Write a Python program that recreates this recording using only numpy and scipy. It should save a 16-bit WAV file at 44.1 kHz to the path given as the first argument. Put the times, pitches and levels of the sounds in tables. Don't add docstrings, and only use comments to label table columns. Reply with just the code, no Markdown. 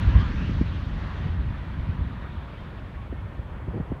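import sys
import numpy as np
from scipy import signal
from scipy.fft import rfft, irfft
from scipy.io import wavfile
from scipy.ndimage import uniform_filter1d

SR = 44100
rng = np.random.default_rng(int(sys.argv[2]) if len(sys.argv) > 2 else 0)


def put_to_file(sound):
    columns = np.atleast_2d(sound).T
    safe = np.clip(columns, -1, 1)
    whole_steps = np.round(safe * 32767)
    wavfile.write(sys.argv[1], SR, whole_steps.astype(np.int16))


N = 176400

# (frequency [Hz], relative density [dB])
ROAR_SPECTRUM = [(190, 3), (300, 1), (450, -6), (570, -2), (760, -6.5), (960, -1), (1250, -2), (1650, -3.5),
                 (1900, -3), (2200, -11.5), (2800, -19.5), (4000, -27.5)]
HISS_SPECTRUM = [(1700, -22), (2200, 1.5), (2600, 0.5), (2950, 0), (3350, -1), (3900, -5), (4400, -8.5),
                 (5000, -25), (6000, -19.5), (7000, -38.5)]
SIZZLE_SPECTRUM = [(3800, -7), (4500, 2), (5200, -3), (6000, -6), (7000, -11.5), (8200, -24.5),
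                   (10000, -37.5)]
EXHAUST_SPECTRUM = [(60, -0.5), (160, -7.5), (260, -8.5), (360, 5), (500, 0), (660, -0.5), (900, -2),
                    (1200, -11.5), (2000, -23.5)]
# (time [s], level [dB])
ROAR_ENVELOPE = [(0.0, -41.5), (0.12, -42), (0.18, -41.5), (0.45, -45), (0.9, -47.5), (1.05, -44),
                 (1.5, -48.5), (1.65, -47), (2.17, -47.5), (2.24, -45.5), (2.3, -48), (3.42, -50.5),
                 (3.55, -48), (4, -48.5)]
HISS_ENVELOPE = [(0.02, -49), (0.11, -48.5), (0.35, -51.5), (0.48, -51.5), (0.68, -53.5), (0.74, -53.5),
                 (0.88, -56), (1.23, -52.5), (1.4, -57), (2.66, -59.5), (2.76, -60.5), (3.98, -63.5)]
SIZZLE_ENVELOPE = [(0, -64.5), (.2, -64), (.3, -64), (.4, -63.5), (.6, -64), (.7, -68.5), (1.25, -67.5),
                   (1.4, -75.5), (1.63, -72.5), (2, -76), (2.65, -74), (3.1, -79), (4, -79.5)]
EXHAUST_ENVELOPE = [(0, -71), (1.0, -54), (1.25, -49), (1.6, -57.5), (2.8, -52.5), (3.0, -54),
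                    (3.35, -52.5), (3.6, -50), (3.9, -46.5), (4, -57)]
# (starting frequency [Hz], bandwidth [Hz], level [dB], peak time [s], half-width [s])
BLADE_TONES = [(994, 75, -62.5, 1.9, 1.0), (1635, 150, -49, 0.11, 0.31), (1944, 42, -61, 1.2, 0.4),
               (1945, 52, -63, 3.2, 0.28), (3734, 900, -64.5, 2.38, 0.46), (3570, 540, -72, 3.6, 0.6),
               (5360, 160, -74, 0.4, 0.4)]
# (time [s], frequency [Hz], level [dB])
WHISTLES = [(2.59, 3140, -60), (2.995, 1110, -50.5), (3.185, 2160, -56.5)]
# (start [s], duration [s], first frequency [Hz], last [Hz], bandwidth [Hz], level [dB])
SCREECHES = [(.02, .28, 2200, 3650, 520, -51), (.08, .25, 880, 1480, 150, -44),
             (.34, .18, 2300, 3150, 480, -48.5)]
# (frequency [Hz], relative density [dB])
SCUFF_SPECTRUM = [(3100, 0), (4400, -3), (5300, -8), (6200, -26)]
# (frequency [Hz], relative density [dB])
RUMBLE_SPECTRUM = [(15, -29), (28, -18.5), (40, -4), (56, 0), (82, -1), (112, -6), (170, -13), (250, -24.5),
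                   (340, -31), (480, -51.5), (900, -64)]
FLUTTER_SPECTRUM = [(90, -20.5), (130, -0.5), (175, 2.5), (260, -4.5), (340, -13.5), (450, -20)]
SQUALL_SPECTRUM = [(150, 0), (240, -4), (330, 1), (520, -7)]
TEAR_SPECTRUM = [(120, 0.5), (330, -3.5), (600, -14), (1000, -23), (1800, -30.5)]
# (time [s], relative level [dB])
GUST_ENVELOPE = [(0, -22.5), (.08, -25), (.2, -20.5), (.28, -27), (.38, -24), (.55, -25.5), (.7, -28.5),
                 (.95, -27.5), (1.13, -31.5), (1.26, -26.5), (1.5, -29), (1.6, -33.5), (1.8, -30),
                 (2.04, -27.5), (2.15, -32.5), (2.52, -37), (3.05, -35), (3.3, -37), (3.58, -35.5),
                 (3.68, -33), (3.87, -37), (4, -36)]
# (start [s], relative peak [dB], starting frequency [Hz], rise [ms])
EDDY_STRIKES = [(0.066, -9, 91, 16.5), (.145, -8.5, 110, 16), (0.199, -22, 290, 5.7),
                (0.493, -15.5, 342, 4.4), (.506, -19, 148, 8.4), (0.61, -13.5, 506, 4.7),
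                (0.617, -29, 256, 6.4), (.747, -24, 284, 4.1), (1.254, -16.5, 132, 8.9),
                (1.383, -20, 103, 12), (1.477, -16.5, 90, 11.4), (1.795, -19, 120, 6.3),
                (1.887, -18.5, 200, 5.8), (2.006, -17.5, 131, 8.4), (2.37, -25, 100, 8.6),
                (2.612, -22.5, 140, 8), (2.914, -26, 95, 10), (3.124, -24, 700, 6), (3.18, -24, 149, 10),
                (3.247, -23.5, 133, 7.1), (3.388, -23.5, 373, 6), (3.676, -22.5, 463, 9.4),
                (3.707, -22.5, 180, 5.8), (3.743, -26, 460, 2.2), (3.776, -25, 670, 3.2),
                (3.798, -19.5, 603, 6.6), (3.894, -24, 75, 15), (3.9164, -20, 742, 5.2)]
# (frequency [Hz], relative density [dB])
SELF_NOISE_SPECTRUM = [(3000, 2), (7500, -1), (9500, -2.5), (12000, -5), (15500, -6)]

BAND_HZ = 16 * 2 ** np.arange(0, 10.3, .25)
SPEED_M_S, RUNWAY_DISTANCE_M, ABEAM_S = 52, 200, -.6
AIR_DB_PER_M, ROAR_GAIN_DB = 0.204, 1
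SWELL_DB, SHIMMER_DB, FLICKER_DB = 0.03, 0.45, 1.45
BREEZE_DB, FLUTTER_DB, FLUTTER_GROWTH = -26, -37.5, 1.38
EDDY_END_HZ, EDDY_GLIDE_S, SWIRL_S = 63.4, 0.00475, 0.028
EDDY_GAIN_DB, TEAR_GAIN_DB, SWIRL_GAIN_DB = -2, -9.5, -10.5


def engines():
    roar = through_air(ROAR_SPECTRUM, first=12, count=22) * undb(curve(ROAR_ENVELOPE) + ROAR_GAIN_DB)
    hiss = through_air(HISS_SPECTRUM, first=26, count=11) * undb(curve(HISS_ENVELOPE))
    sizzle = through_air(SIZZLE_SPECTRUM, first=31, count=8) * undb(curve(SIZZLE_ENVELOPE))
    exhaust = noise(EXHAUST_SPECTRUM) * undb(curve(EXHAUST_ENVELOPE))
    return (roar + hiss + sizzle + exhaust) * undb(SWELL_DB * walk(8))


def through_air(points, first, count):
    spectrum = rfft(noise(points))
    octave = np.log2(np.fft.rfftfreq(N, 1 / SR) + 1)
    distance_m = np.hypot(SPEED_M_S * (np.arange(N) / SR - ABEAM_S), RUNWAY_DISTANCE_M)
    out, power, shimmer = 0, 0, walk(5)
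    for hz in BAND_HZ[first:first + count]:
        offset = np.clip(4 * (octave - np.log2(hz)), -1, 1)
        band = irfft(spectrum * np.cos(np.pi / 2 * offset) ** 2, N)
        gain = undb(-AIR_DB_PER_M * hz / 4000 * (distance_m - distance_m[0]))
        below, shimmer = shimmer, walk(5.8)
        waver_db = SHIMMER_DB * (below + shimmer) / np.sqrt(2) + FLICKER_DB * walk(28)
        out += band * gain * undb(waver_db)
        power += np.var(band) * gain ** 2
    return out / np.sqrt(power)


def whine(sag_per_s=.022, wobble=.012):
    t, out = np.arange(N) / SR, 0
    for hz, bandwidth, db, when, half_width in BLADE_TONES:
        tone = blurred_tone(hz * (1 - sag_per_s * t), bandwidth)
        out += tone * undb(db) / (1 + ((t - when) / half_width) ** 2)
    for when, hz, db in WHISTLES:
        pitch = hz * (1 + wobble * walk(53))
        whistle = np.sqrt(2) * np.sin(2 * np.pi * np.cumsum(pitch) / SR)
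        out += whistle * undb(db) * swell(when, width_s=.025)
    return out


def tyres():
    t = np.arange(N) / SR
    out = noise(SCUFF_SPECTRUM) * undb(-49.5) * swell(at_s=.207, width_s=.022)
    for start, duration, first_hz, last_hz, bandwidth, db in SCREECHES:
        spin = np.clip((t - start) / duration, 0, 1)
        screech = blurred_tone(first_hz * (last_hz / first_hz) ** spin, bandwidth)
        out += screech * undb(db) * np.sin(np.pi * spin)
    return out


def wind():
    gust_db = curve(GUST_ENVELOPE)
    flutter_db = FLUTTER_DB + FLUTTER_GROWTH * (gust_db - BREEZE_DB)
    flutter = evened(noise(FLUTTER_SPECTRUM)) * undb(flutter_db)
    squall = noise(SQUALL_SPECTRUM) * undb(-33) * swell(at_s=3.768, width_s=.028)
    rumble = evened(noise(RUMBLE_SPECTRUM)) * undb(gust_db - 0.5)
    return rumble + flutter + squall


def eddies():
    thumps, roughness, surround = np.zeros((3, N))
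    fastest_hz = max(row[2] for row in EDDY_STRIKES)
    for start, db, hz, rise_ms in EDDY_STRIKES:
        onset = int(start * SR)
        near = np.arange(max(0, onset - SR // 10), min(N, onset + SR // 8))
        t, rise = near / SR - start, rise_ms / 1000
        age, peak = np.maximum(t, 0), undb(db + EDDY_GAIN_DB)
        envelope = peak * (age / rise * np.exp(1 - age / rise)) ** 2
        glide_cycles = (hz - EDDY_END_HZ) * EDDY_GLIDE_S * (1 - np.exp(-age / EDDY_GLIDE_S))
        thumps[near] += envelope * np.sin(2 * np.pi * (EDDY_END_HZ * age + glide_cycles))
        roughness[near] += envelope * hz / fastest_hz
        surround[near] += peak * np.exp(-((t - rise) / SWIRL_S) ** 2)
    tear = roughness * noise(TEAR_SPECTRUM) * undb(TEAR_GAIN_DB)
    swirl = surround * noise(RUMBLE_SPECTRUM) * undb(SWIRL_GAIN_DB)
    return thumps + tear + swirl


def self_noise():
    return noise(SELF_NOISE_SPECTRUM) * undb(-76)


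def blurred_tone(hz, bandwidth):
    modulation = walk(bandwidth / 2) + 1j * walk(bandwidth / 2)
    return (modulation * np.exp(2j * np.pi * np.cumsum(hz) / SR)).real


def evened(x, evenness=.35, lull_s=.04):
    power = uniform_filter1d(np.abs(signal.hilbert(x)) ** 2, int(lull_s * SR))
    return unit(x / power ** (evenness / 2))


def noise(points):
    hz, db = np.array(points, float).T
    f = np.fft.rfftfreq(N, 1 / SR) + 1
    shape = undb(np.interp(np.log(f), np.log(hz), db))
    skirts = np.minimum(1, np.minimum(f / hz[0], hz[-1] / f)) ** 4
    return unit(irfft(rfft(rng.standard_normal(N)) * skirts * shape, N))


def walk(rate):
    f = np.fft.rfftfreq(N, 1 / SR)
    return unit(irfft(rfft(rng.standard_normal(N)) * np.exp(-(f / rate) ** 2) * (f > 0), N))


def swell(at_s, width_s):
    return np.exp(-((np.arange(N) / SR - at_s) / width_s) ** 2)


def curve(rows):
    return np.interp(np.arange(N) / SR, *np.array(rows, float).T)


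def undb(db):
    return 10 ** (np.asarray(db) / 20)


def unit(x):
    return x / np.sqrt(np.mean(x ** 2))


def scene():
    return (engines() + whine() + tyres() + wind() + eddies() + self_noise())[None]


def record(dry, low_hz=20, top_hz=15700):
    thinned = signal.sosfilt(signal.butter(2, low_hz, "high", fs=SR, output="sos"), dry)
    return signal.sosfilt(signal.ellip(10, .1, 80, top_hz, fs=SR, output="sos"), thinned)


dry = scene()
out = record(dry)
put_to_file(out)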